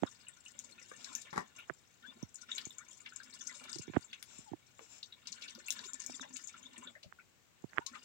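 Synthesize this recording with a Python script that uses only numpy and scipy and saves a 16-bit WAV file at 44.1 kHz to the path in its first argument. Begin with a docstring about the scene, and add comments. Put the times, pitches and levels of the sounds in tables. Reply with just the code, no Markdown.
"""A small spring pool in a rocky hollow: someone scoops water and lets it run back through the hands.
Drops smack as short bursts of banded noise; bubbles ring as decaying sines, alone, in runs and in swarms.
The swarms make a fine trickle that swells with each handful; plunges and sheets are shaped noise.
Fingers bump and brush the hand-held microphone as damped swings and soft noise; the air is very still."""
import sys
import numpy as np
from scipy import signal
from scipy.fft import rfft, irfft
from scipy.io import wavfile
from scipy.ndimage import uniform_filter1d

SR = 44100
rng = np.random.default_rng(int(sys.argv[2]) if len(sys.argv) > 2 else 0)


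def store_pcm(level_fs):
    """Save levels as 16-bit WAV."""
    pcm = np.round(np.clip(level_fs, -1, 1) * 32767).astype(np.int16)
    wavfile.write(sys.argv[1], SR, np.atleast_2d(pcm).T)


N = 354563
TIME = np.arange(N) / SR
CUTOFF_HZ = 15900  # top of the audible band here


def from_db(db):
    """Decibels to amplitude gain."""
    return 10 ** (np.asarray(db) / 20)


def rms_one(x):
    """Scale to unit power."""
    return x / np.sqrt(np.mean(x ** 2) + 1e-20)


def add(track, s, sound):
    """Mix a short sound in at time s."""
    at = max(int(s * SR), 0)
    track[at:at + len(sound)] += sound[:max(N - at, 0)]


def band(x, low_hz, high_hz, order=2):
    """Butterworth band-pass, kept at least a little wide and below the Nyquist limit."""
    high_hz = min(max(high_hz, 1.1 * low_hz), .45 * SR)
    return signal.sosfilt(signal.butter(order, [low_hz, high_hz], "band", fs=SR, output="sos"), x)


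def colour(x, points, size=2048):
    """Causal (minimum-phase) filter through (f/Hz, level/dB) points."""
    hz, db = np.transpose(points)
    grid = np.maximum(np.fft.rfftfreq(size, 1 / SR), 1)
    curve_db = np.interp(np.log(grid), np.log(hz), db)
    cepstrum = irfft(np.log(from_db(curve_db)))
    # folding the cepstrum forward gives minimum phase
    cepstrum[1:size // 2] *= 2
    cepstrum[size // 2 + 1:] = 0
    return signal.oaconvolve(x, irfft(np.exp(rfft(cepstrum))))[:N]


def swells(rows, rise_s, fall_s):
    """Gain of overlapping (start, length, level) gestures: each rises, holds and dies away."""
    power = 0
    for s, length, db in rows:
        rise = np.clip((TIME - s) / rise_s, 0, 1)
        fall = np.exp(-np.clip((TIME - s - length) / fall_s, 0, 20))
        power = power + (from_db(db) * rise * fall) ** 2
    return np.sqrt(power)


# the loudest drops: t/s, relative level/dB, centre f/Hz, width/octaves, decay/ms (0.2 at least),
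# snap level/dB against the body
SPLASHES = [(0.283, -43, 8000, 0.17, 1.9, -30), (0.59, -38.5, 7100, 0.43, 0.11, -19),
            (0.913, -46.5, 1450, 0.67, 3.1, -23), (0.915, -50.5, 440, 1.1, 2.4, -30),
            (1.043, -39, 5100, 0.69, 3.1, -24), (1.151, -31, 6350, 0.29, 0.56, -13),
            (1.215, -45.5, 5600, 0.86, 4.4, -22), (1.584, -47.5, 2600, 0.23, 7.1, -11),
            (2.226, -46, 5900, 0.14, 1.3, -17), (2.342, -45.5, 7530, 0.24, 3.1, -26),
            (2.355, -42, 6600, 0.27, 1.7, -31), (2.515, -33, 3640, 0.15, 1.9, -39),
            (2.58, -34.5, 3740, 0.83, 2, -14.5), (2.652, -38.5, 6850, 0.27, 2.3, -29),
            (2.704, -47.5, 3600, 0.18, 2.9, -14), (2.782, -40, 6920, 0.24, 2, -25),
            (3.059, -42, 2470, 0.91, 6.1, -31), (3.159, -38.5, 7140, 0.23, 2.1, -29),
            (3.475, -38.5, 6530, 0.4, 1.1, -27), (3.637, -47, 2800, 2.3, 4.7, -32),
            (3.729, -38, 5450, 0.53, 0.76, -37), (3.754, -45, 5100, 0.53, 3.1, -24),
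            (3.784, -40.5, 5740, 0.52, 2.2, -41), (4.129, -40, 2870, 1.1, 4.3, -46),
            (4.2261, -43, 4300, 2.7, 0.9, -16), (4.382, -45.5, 7430, 0.14, 4.1, -43),
            (4.792, -48.5, 557, 4.2, 0.86, -20), (5.028, -40, 4250, 0.42, 3.4, -31),
            (5.123, -45, 3760, 0.11, 2.8, -29), (5.27, -38, 4750, 0.82, 4.3, -23),
            (5.324, -40, 5060, 0.52, 4.3, -25), (5.419, -43, 3900, 0.93, 9.7, -20),
            (5.477, -45, 3700, .9, 9.7, -26), (5.549, -48, 5300, 0.33, 2.9, -11.5),
            (5.683, -37.5, 2540, 0.12, 0.9, -7), (5.7043, -28, 5650, 0.93, 0.62, -18),
            (5.721, -42.5, 5430, 1.5, 3.1, -3), (5.79, -41.5, 3970, .3, 1.6, -22),
            (5.933, -38, 7100, 0.47, 1, -29), (6.018, -43, 6040, 0.57, 2.2, -37),
            (6.062, -36, 6600, 0.41, 1.3, -14), (6.21, -42.5, 6370, 0.35, 6.9, -35),
            (6.334, -42, 7150, 0.1, 13, -32), (6.358, -44.5, 3600, 0.96, 7.5, -30),
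            (6.367, -38, 7200, 0.24, 0.26, -15), (6.437, -42, 6850, 0.093, 5.4, -38),
            (6.472, -40.5, 6850, 0.18, 1.3, -21), (6.778, -46, 7430, 0.27, 3.6, -20),
            (6.869, -42, 3580, 0.12, 5.4, -39), (7.029, -49, 4040, 1, 7.1, -27),
            (7.863, -34.5, 5300, 0.72, 2.6, -31), (7.948, -47, 1930, 1.5, 10.6, -28)]


def splashes(level_db, spatter_db, spatter_s, softness, sloppy_db):
    """Each drop cracks, slower slops more softly; droplets spatter, sloppy_db more per doubled decay."""
    out, t = np.zeros(N), TIME[:SR // 10]
    for s, db, hz, octaves, decay_ms, snap_db in SPLASHES:
        noise, grains, sizes = rng.standard_normal((3, len(t)))
        decay = max(decay_ms, .2) / 1000
        attack = softness * decay
        low_hz, high_hz = hz / 2 ** (octaves / 2), hz * 2 ** (octaves / 2)
        onset = np.minimum(t / attack, 1) ** 2
        crack = noise * onset * np.exp(-np.maximum(t - attack, 0) / decay)
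        spatter = grains * from_db(0.47 * sizes) * onset * np.exp(-t / spatter_s)
        thrown = from_db(spatter_db + sloppy_db * np.log2(decay / spatter_s))
        body = rms_one(band(crack, low_hz, high_hz))
        body = body + thrown * rms_one(band(spatter, low_hz / 1.09, high_hz * 0.85))
        # a flat impact adds a wide-band snap
        snap = from_db(snap_db) * rms_one(band(crack + spatter / 10, 3100, CUTOFF_HZ))
        add(out, s - attack / 2, from_db(db + level_db) * (body + snap))
    return out


def bubble(hz, t60, rise):
    """A trapped bubble rings down; positive rise is the fraction it climbs as it nears the surface."""
    t = TIME[:int(t60 * SR) + 2]
    tone = np.sin(2 * np.pi * hz * (t + rise * t * t / (2 * t60)))
    return tone * from_db(-60 * t / t60) * (1 - np.exp(-t * hz))


# the loudest single bubbles: t/s, f/Hz, relative level/dB
BUBBLES = [(0.062, 1144, -58), (0.069, 3770, -60), (0.267, 2820, -61.5), (0.46, 2833, -58),
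           (0.784, 2480, -63), (1.605, 2780, -62), (2.49, 1390, -58.5), (2.514, 6880, -54),
           (2.895, 6970, -68), (3.003, 7080, -61), (3.121, 1463, -59.5), (3.2, 1560, -55),
           (3.326, 4290, -59), (3.408, 3480, -57), (3.412, 6000, -52), (3.494, 2000, -54.5),
           (3.545, 3730, -62.5), (3.716, 7720, -52.5), (3.82, 7360, -57.5), (4.044, 7280, -61),
           (4.131, 2530, -58.5), (4.809, 430, -57), (5.436, 2310, -54), (5.578, 530, -63),
           (5.785, 1620, -56), (6.227, 1760, -52), (6.445, 7500, -61.5), (6.541, 1360, -57),
           (6.628, 6730, -60), (6.777, 247, -52.5), (6.825, 1024, -58.5), (6.836, 7400, -61.5),
           (6.952, 1800, -55.5), (6.96, 610, -62), (7.042, 650, -60), (7.057, 137, -49.5),
           (7.187, 1450, -61), (7.195, 2250, -63), (7.955, 1214, -53.5)]


def bubbles(level_db, t60, rise, trail_s, detune, trail_db, count=5):
    """A plink, then a trail of weaker bubbles of about its size that break off it."""
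    out = np.zeros(N)
    for s, hz, db in BUBBLES:
        gain = from_db(db + level_db)
        add(out, s, gain * bubble(hz, t60, rise))
        for late, off in rng.random((count, 2)):
            weaker = gain * from_db(trail_db) * (1 - late / 2)
            near_hz = hz * (1 + detune * (2 * off - 1))
            add(out, s + trail_s * late, weaker * bubble(near_hz, t60, rise))
    return out


# air churned under the surface escapes in runs of bubbles: t/s, length/s, middle f/Hz, relative level/dB
GURGLES = [(1.03, 0.13, 1190, -58.5), (2.757, 0.086, 1474, -57.5), (3.504, 0.05, 1660, -65),
           (3.6, 0.06, 890, -60), (3.662, 0.06, 1730, -59), (6.205, 0.061, 953, -58),
           (6.797, 0.11, 1514, -59.5), (7.923, 0.044, 1490, -56.5)]


def gurgles(level_db, spread_octaves, t60, rise, count=16):
    """Overlapping bubbles crowd around one pitch, strongest in the middle of the run."""
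    out = np.zeros(N)
    for s, length, hz, db in GURGLES:
        run = np.zeros(int((length + 2 * t60) * SR))
        for when, off in zip(rng.random(count), rng.standard_normal(count)):
            near_hz = hz * 2 ** (spread_octaves * off)
            add(run, when * length, np.sin(np.pi * when) * bubble(near_hz, t60, rise))
        add(out, s, from_db(db + level_db) * rms_one(pockets(run)))
    return out


# air squeezed through the water gurgles in thin glides:
# t/s, length/s, first f/Hz, last f/Hz, relative level/dB
CHIRPS = [(2.032, 0.041, 1326, 1820, -52), (2.057, 0.067, 3387, 3630, -56.5),
          (4.455, 0.052, 976, 720, -57.5), (5.837, 0.083, 6540, 7500, -51.5),
          (6.086, 0.11, 4950, 4720, -59), (6.134, 0.023, 3980, 3090, -54.5),
          (6.136, 0.026, 7130, 7430, -51), (6.199, 0.0274, 3990, 3250, -49.5),
          (6.652, 0.023, 3300, 3800, -53), (7.802, 0.031, 840, 1010, -52), (7.858, 0.048, 1044, 1134, -57)]


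def chirps(level_db, waver):
    """Short gliding whistles, their pitch slightly unsteady."""
    out = np.zeros(N)
    for s, length, first_hz, last_hz, db in CHIRPS:
        n = int(length * SR)
        unsteady = rms_one(uniform_filter1d(rng.standard_normal(SR // 4), size=100))[:n]
        hz = np.linspace(first_hz, last_hz, n) * (1 + waver * unsteady)
        swell = np.sin(np.linspace(0, np.pi, n))
        whistle = np.sin(2 * np.pi * np.cumsum(hz) / SR)
        add(out, s, from_db(db + level_db) * swell * whistle)
    return out


# bubble sizes in running water, coarse to fine:
# lowest f/Hz, highest f/Hz, drops per second, cycles of ringing, trim level/dB
SIZES = [(218.7, 966, 90, 17, -10), (913, 4240, 760, 68, 2), (4410, 13000, 650, 120, 5.5)]
# colour of running water among the rocks: f/Hz, level/dB
WATER = [(170, 7), (270, 0), (400, -7.5), (620, -17.5), (780, -15), (1100, -4.5), (1500, 2), (2900, 0),
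         (3700, 3.5), (4400, -5), (7600, 4), (9500, -19), (13000, -36.5), (15300, -5)]
GRAIN_SPREAD_DB, WASH_DB = 5.4, -11.5  # spread of drop strengths, wash against the bubbles


def running_water(rise, even_s, cluster_s, detune, count=4):
    """Each drop traps a cluster of like-sized bubbles; clusters and a soft wash swell with the flow."""
    out = 0
    for fineness, (low_hz, high_hz, per_s, cycles, trim_db) in enumerate(SIZES, -1):
        swarm = np.zeros(N)
        for when, size, strength, *members in rng.random((int(per_s * N / SR), 3 + 2 * count)):
            centre_hz = low_hz + (high_hz - low_hz) * size
            gain = from_db(GRAIN_SPREAD_DB * min(-np.log(1 - strength), 3.5)) * np.sqrt(centre_hz)
            for late, off in zip(members[:count], members[count:]):
                hz = centre_hz * (1 + detune * (2 * off - 1))
                # early members climb in pitch, the latest sink
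                ring = bubble(hz, cycles / hz, rise * (1 - 2 * late ** 2))
                add(swarm, when * N / SR + cluster_s * late ** 2, gain * (1 - late / 2) * ring)
        wash = rms_one(band(rng.standard_normal(N), low_hz, high_hz, order=4))
        water = pockets(rms_one(swarm) + from_db(WASH_DB) * wash)
        water = hollow(colour(water, WATER), wet_db=-1, t60=0.12)
        # level out the chance swells, so that the flow sets the loudness
        power = uniform_filter1d(np.mean(water ** 2, axis=0), int(even_s * SR))
        water /= np.sqrt(power + 1e-12)
        # the finer the water, the more of it arrives in spurts
        share = (fineness + 2) / 4
        bursts = 1 - share + share * spurts()
        out = out + water * bursts * flow(fineness) * from_db(trim_db)
    return out


# water running off the hands, rising with each lifted handful: t/s, relative level/dB
RUNOFF = [(0, -61), (0.35, -66.5), (0.85, -61.5), (1.25, -57), (1.5, -68), (2.0, -74.5), (2.5, -64.5),
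          (3.1, -62.5), (3.7, -55), (4.15, -63.5), (4.65, -71.5), (5.2, -69), (5.6, -61.5), (5.9, -58),
          (6.85, -76.5), (7.2, -95), (7.7, -71.5), (8.04, -60.5)]
# the hands stir or spill water: t/s, length/s, relative level/dB,
# brightness/dB from each bubble size to the next finer
SLOSHES = [(0.527, 0.25, -68.5, -11), (0.94, 0.23, -62, -7.5), (1.557, 0.053, -55.5, -2.5),
           (2.021, 0.21, -64.5, -12.5), (2.373, 0.037, -62.5, 3.5), (2.478, 0.16, -53.5, 1.5),
           (3.447, 0.03, -55.5, 6), (3.685, 0.033, -53, -2.5), (5.251, 0.28, -56, -0.5),
           (5.531, 0.038, -62.5, -16.5), (5.723, 0.13, -52.5, -4.5), (5.823, 0.404, -59.5, 5),
           (6.185, 0.091, -65, -14.5), (6.323, 0.22, -61, 2.5), (6.54, 0.19, -61.5, -7),
           (6.737, 0.17, -60, -7.5), (7.91, 0.035, -59, -14)]


def flow(fineness):
    """Gain of one bubble size (-1 gurgle, 0 trickle, 1 spray): runoff and sloshes added in power."""
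    rows = [(s, length, db + bright * fineness) for s, length, db, bright in SLOSHES]
    sloshes = swells(rows, rise_s=0.01, fall_s=0.036)
    runoff = from_db(np.interp(TIME, *np.transpose(RUNOFF)))
    return np.hypot(runoff, sloshes)


SPURTS_PER_S, SPURT_DECAY_S = 40, .014


def spurts():
    """Gain of water that arrives in random bursts: each starts quickly and dies away."""
    starts = (rng.random(N) < SPURTS_PER_S / SR) * rng.exponential(1, N)
    starts = np.convolve(starts, np.hanning(SR // 100), "same")  # 10 ms soft edges
    power = signal.lfilter([1], [1, -np.exp(-2 / (SPURT_DECAY_S * SR))], starts + 1e-18)
    return rms_one(np.sqrt(power))


# air pockets between the wet rocks ring at these pitches: f/Hz
POCKETS = [590, 1030, 1430, 1770, 2280, 2820, 3600, 4280, 5250, 6700]
POCKET_WIDTH_HZ, POCKET_DB = 75, 3


def pockets(x):
    """The air pockets ring on behind the water, each a narrow resonance at its own pitch."""
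    ringing = sum(signal.lfilter(*signal.iirpeak(hz, hz / POCKET_WIDTH_HZ, fs=SR), x) for hz in POCKETS)
    return x + from_db(POCKET_DB) * ringing


# the hands plunge into the pool in a few gulps: t/s, level/dB, decay/s
PLUNGE = [(1.327, -37.5, 0.019), (1.357, -34, 0.0067), (1.367, -34, 0.005), (1.3761, -22, 0.0031),
          (1.384, -34.5, 0.022)]
# colour of the air they push under: f/Hz, level/dB
PLUNGE_COLOUR = [(60, -20), (170, 15.5), (520, 7.5), (1080, 16.5), (1450, 5), (1900, 13.5), (2500, -10),
                 (6000, -6), (15500, -31)]


def plunge(attack_s):
    """Each gulp of pushed-under air is coloured noise that starts sharply and dies away."""
    power = 0
    for s, db, decay in PLUNGE:
        attack = np.clip((TIME - s) / attack_s, 0, 1)
        fall = np.exp(-np.clip((TIME - s - attack_s) / decay, 0, 20))
        power = power + (from_db(db) * attack * fall) ** 2
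    return rms_one(colour(rng.standard_normal(N), PLUNGE_COLOUR)) * np.sqrt(power)


# water slides off the palms in a smooth sheet: t/s, length/s, level/dB
SHEETS = [(0.95, 0.24, -57), (4.25, 0.16, -57), (4.79, 0.04, -55.5), (4.87, 0.1, -56.5)]
# colour of its hiss: f/Hz, level/dB
SHEET_COLOUR = [(300, -6.5), (1900, -5), (2500, -3.5), (3300, -5.5), (4800, -6.5), (5500, 4), (6300, -1),
                (7500, 7.5), (8400, -16), (11000, -24.5)]


def sheets(rise_s, fall_s):
    """An unbroken film of water hisses as smooth coloured noise, without separate drops."""
    return rms_one(colour(rng.standard_normal(N), SHEET_COLOUR)) * swells(SHEETS, rise_s, fall_s)


# a handful pours back into the pool: t/s, length/s, relative level/dB
POURS = [(3.05, 0.87, -63.5), (5.9, 0.5, -53), (6.55, 0.34, -56)]


def burble(hz, width_hz, level_db):
    """Water falling from the hands drives an air pocket that murmurs in fits at one low pitch."""
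    drive = band(rng.standard_normal(N), hz / 2, 2 * hz)
    pocket = signal.lfilter(*signal.iirpeak(hz, hz / width_hz, fs=SR), drive)
    pouring = swells(POURS, rise_s=0.22, fall_s=0.017)
    return rms_one(pocket) * spurts() * pouring * from_db(level_db)


# fingers bumping the casing by the right port: t/s, relative level/dB, hardness/dB per octave,
# pitch as a ratio to the casing's own, cycles to the widest swing
BUMPS = [(0.024, -26, -12.5, 0.91, 0.62), (0.0336, -33, 40, 1.9, 0.88), (0.0345, -15, 6, 0.99, 0.84),
         (1.6977, -20, 24.5, 1.026, 1.3), (1.6994, -32, -5, 1.33, 1.55), (1.7036, -29.5, 14.5, 0.85, 0.68),
         (2.229, -30, -7.5, 0.79, 0.66), (2.668, -39, -0.5, 0.84, 0.38), (3.76, -40.5, -7.5, 1.23, 2.4),
         (3.793, -38, -14, 1.22, 0.87), (3.879, -36.5, -8.5, 1.26, 1.2), (3.897, -34.5, -8.5, 1.03, 0.74),
         (3.964, -29.5, -41, 1.23, 0.74), (3.964, -19.5, 20, 1.01, 1), (3.968, -14, 2.5, 0.94, 0.63),
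         (4.388, -43.5, -9, 0.86, 0.57), (4.516, -35.5, -11, 0.99, 0.75), (4.535, -33, 1.5, 1.17, 1.75),
         (6.098, -38.5, 7.5, 1.04, 1.2), (6.196, -33, 28, 0.93, 1.2), (7.1245, -33, 40, 0.95, 0.91),
         (7.641, -29, -6, 1, 0.5), (7.7325, -35.5, 34, 1.14, 1.25), (7.775, -21.5, 35, 1.04, 1.06),
         (7.7824, -7.5, 27, 1, 0.78), (7.789, -31, 4, 1.32, 0.76)]
# how the casing swings when touched, the low swings last: f/Hz, relative level/dB, lag/s
CASING = [(1540, -10.5, 0.00083), (676, 6, 0.00016), (273, 8.5, 0.00287), (112, -13.5, 0.008)]


def swings():
    """A bump sets all the casing's swings going, a hard one the high ones more: (s, dB, Hz, cycles)."""
    hz, mode_db, lag = np.transpose(CASING)
    rows = []
    for s, db, hardness, pitch, cycles in BUMPS:
        share_db = mode_db + hardness * np.log2(hz)
        share_db = share_db - share_db.max()  # the strongest swing takes the bump's level
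        rows += zip(s + lag, db + share_db, pitch * hz, np.full(len(hz), cycles))
    return rows


def bumps(level_db, slip_db, slip_in_s, slip_out_s):
    """A soft fingertip slips a little as it lands, then pushes the casing through a swing or two."""
    out, t = np.zeros(N), TIME[:SR // 10]
    since = t - t.mean()
    sliding = np.exp(np.minimum(since / slip_in_s, -since / slip_out_s))
    for s, db, hz, swell_cycles in swings():
        cycles = t * hz
        swell = (cycles / swell_cycles * np.exp(1 - cycles / swell_cycles)) ** 3
        swing = swell * np.cos(2 * np.pi * (cycles - swell_cycles))
        add(out, s - swell_cycles / hz, from_db(db + level_db) * swing)
        slip = rms_one(band(rng.standard_normal(len(t)), hz / 2, 1900, order=3)) * sliding
        add(out, s - t.mean(), from_db(db + slip_db) * slip)
    return colour(out, [(30, -20.0), (90, 2.0), (2400, -4.5), (3400, 5.0), (4500, -18), (9000, -42.0)])


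# a finger brushes past the right port: t/s, length/s, level/dB
RUBS = [(3.934, 0.025, -43.5), (7.722, 0.056, -60)]
# colour of the rubbing: f/Hz, level/dB
BRUSH_COLOUR = [(50, -2), (170, 20.5), (500, 7.5), (1200, 9), (2100, 7), (3000, -3), (15500, -44)]


def brush(rise_s, fall_s):
    """Skin rubs briefly over the casing: coloured noise in short swells."""
    return rms_one(colour(rng.standard_normal(N), BRUSH_COLOUR)) * swells(RUBS, rise_s, fall_s)


def hollow(x, wet_db, t60):
    """Direct sound plus a short decaying scatter from the rocks, different at each port."""
    t = TIME[:SR // 2]
    scatter = rng.standard_normal((2, len(t))) * from_db(-60 * t / t60)
    scatter *= from_db(wet_db) / np.sqrt(np.sum(scatter ** 2, axis=1, keepdims=True))
    return x + np.array([signal.oaconvolve(x, echoes)[:N] for echoes in scatter])


# still air and hiss: f/Hz, left relative level/dB per Hz, right relative level/dB per Hz
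AIR = [(37.4, -105, -104), (102.7, -93.5, -102), (292, -104, -104), (860, -108, -110), (1590, -106, -113),
       (2560, -107, -112), (4900, -114, -114), (7660, -108, -121), (9300, -122, -128), (13300, -124, -126),
       (15040, -116, -118)]


def air(level_db):
    """Faint steady outdoor hush: coloured noise, independent at each port."""
    table = np.array(AIR)
    white = rng.standard_normal((2, N)) * np.sqrt(SR / 2)  # unit power per Hz
    return from_db(level_db) * np.array([colour(white[k], table[:, [0, k + 1]]) for k in range(2)])


# the right port is half covered: f/Hz, level/dB against the left
RIGHT_PORT = [(650, -2.5), (1050, -10), (1500, -10.5), (3200, -2.5), (4400, -11), (5200, -12.5),
              (7200, -28), (9500, -31.5), (15300, -1.5)]
LEFT_LAG = 37  # samples


def scene():
    """The pool lies to the right, so its sound reaches the left port a little later."""
    drops = splashes(level_db=-13, spatter_db=-3.0, spatter_s=0.011, softness=0.87, sloppy_db=4.5)
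    plinks = bubbles(level_db=14.5, t60=0.038, rise=0.07, trail_s=0.023, detune=0.136, trail_db=-9)
    plinks += gurgles(level_db=-4, spread_octaves=0.333, t60=.035, rise=0.075)
    plinks += chirps(level_db=3.5, waver=0.016)
    pool = hollow(drops, wet_db=-2.5, t60=0.096)
    pool += hollow(plinks, wet_db=-1.0, t60=0.057)
    pool += from_db(-1.5) * running_water(rise=0.048, even_s=0.06, cluster_s=.012, detune=0.1)
    pool += hollow(plunge(attack_s=0.0025), wet_db=-11, t60=0.093)
    pool += hollow(sheets(rise_s=0.05, fall_s=0.031), wet_db=-1.0, t60=0.14)
    pool += burble(hz=255.4, width_hz=6.9, level_db=-8.0)
    left, right = pool
    handling = bumps(level_db=2.5, slip_db=-33.5, slip_in_s=0.015, slip_out_s=0.013)
    handling += brush(rise_s=0.0024, fall_s=0.01)
    late_left = np.pad(left, (LEFT_LAG, 0))[:N]
    ports = np.array([late_left, colour(right, RIGHT_PORT) + handling])
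    return ports + air(level_db=1.0)


def record(dry):
    """The deep bass and the very top are cut."""
    dry = signal.sosfilt(signal.butter(2, 50, "high", fs=SR, output="sos"), dry)
    return signal.sosfilt(signal.ellip(10, .2, 80, CUTOFF_HZ, fs=SR, output="sos"), dry)


dry = scene()
out = record(dry)
store_pcm(out)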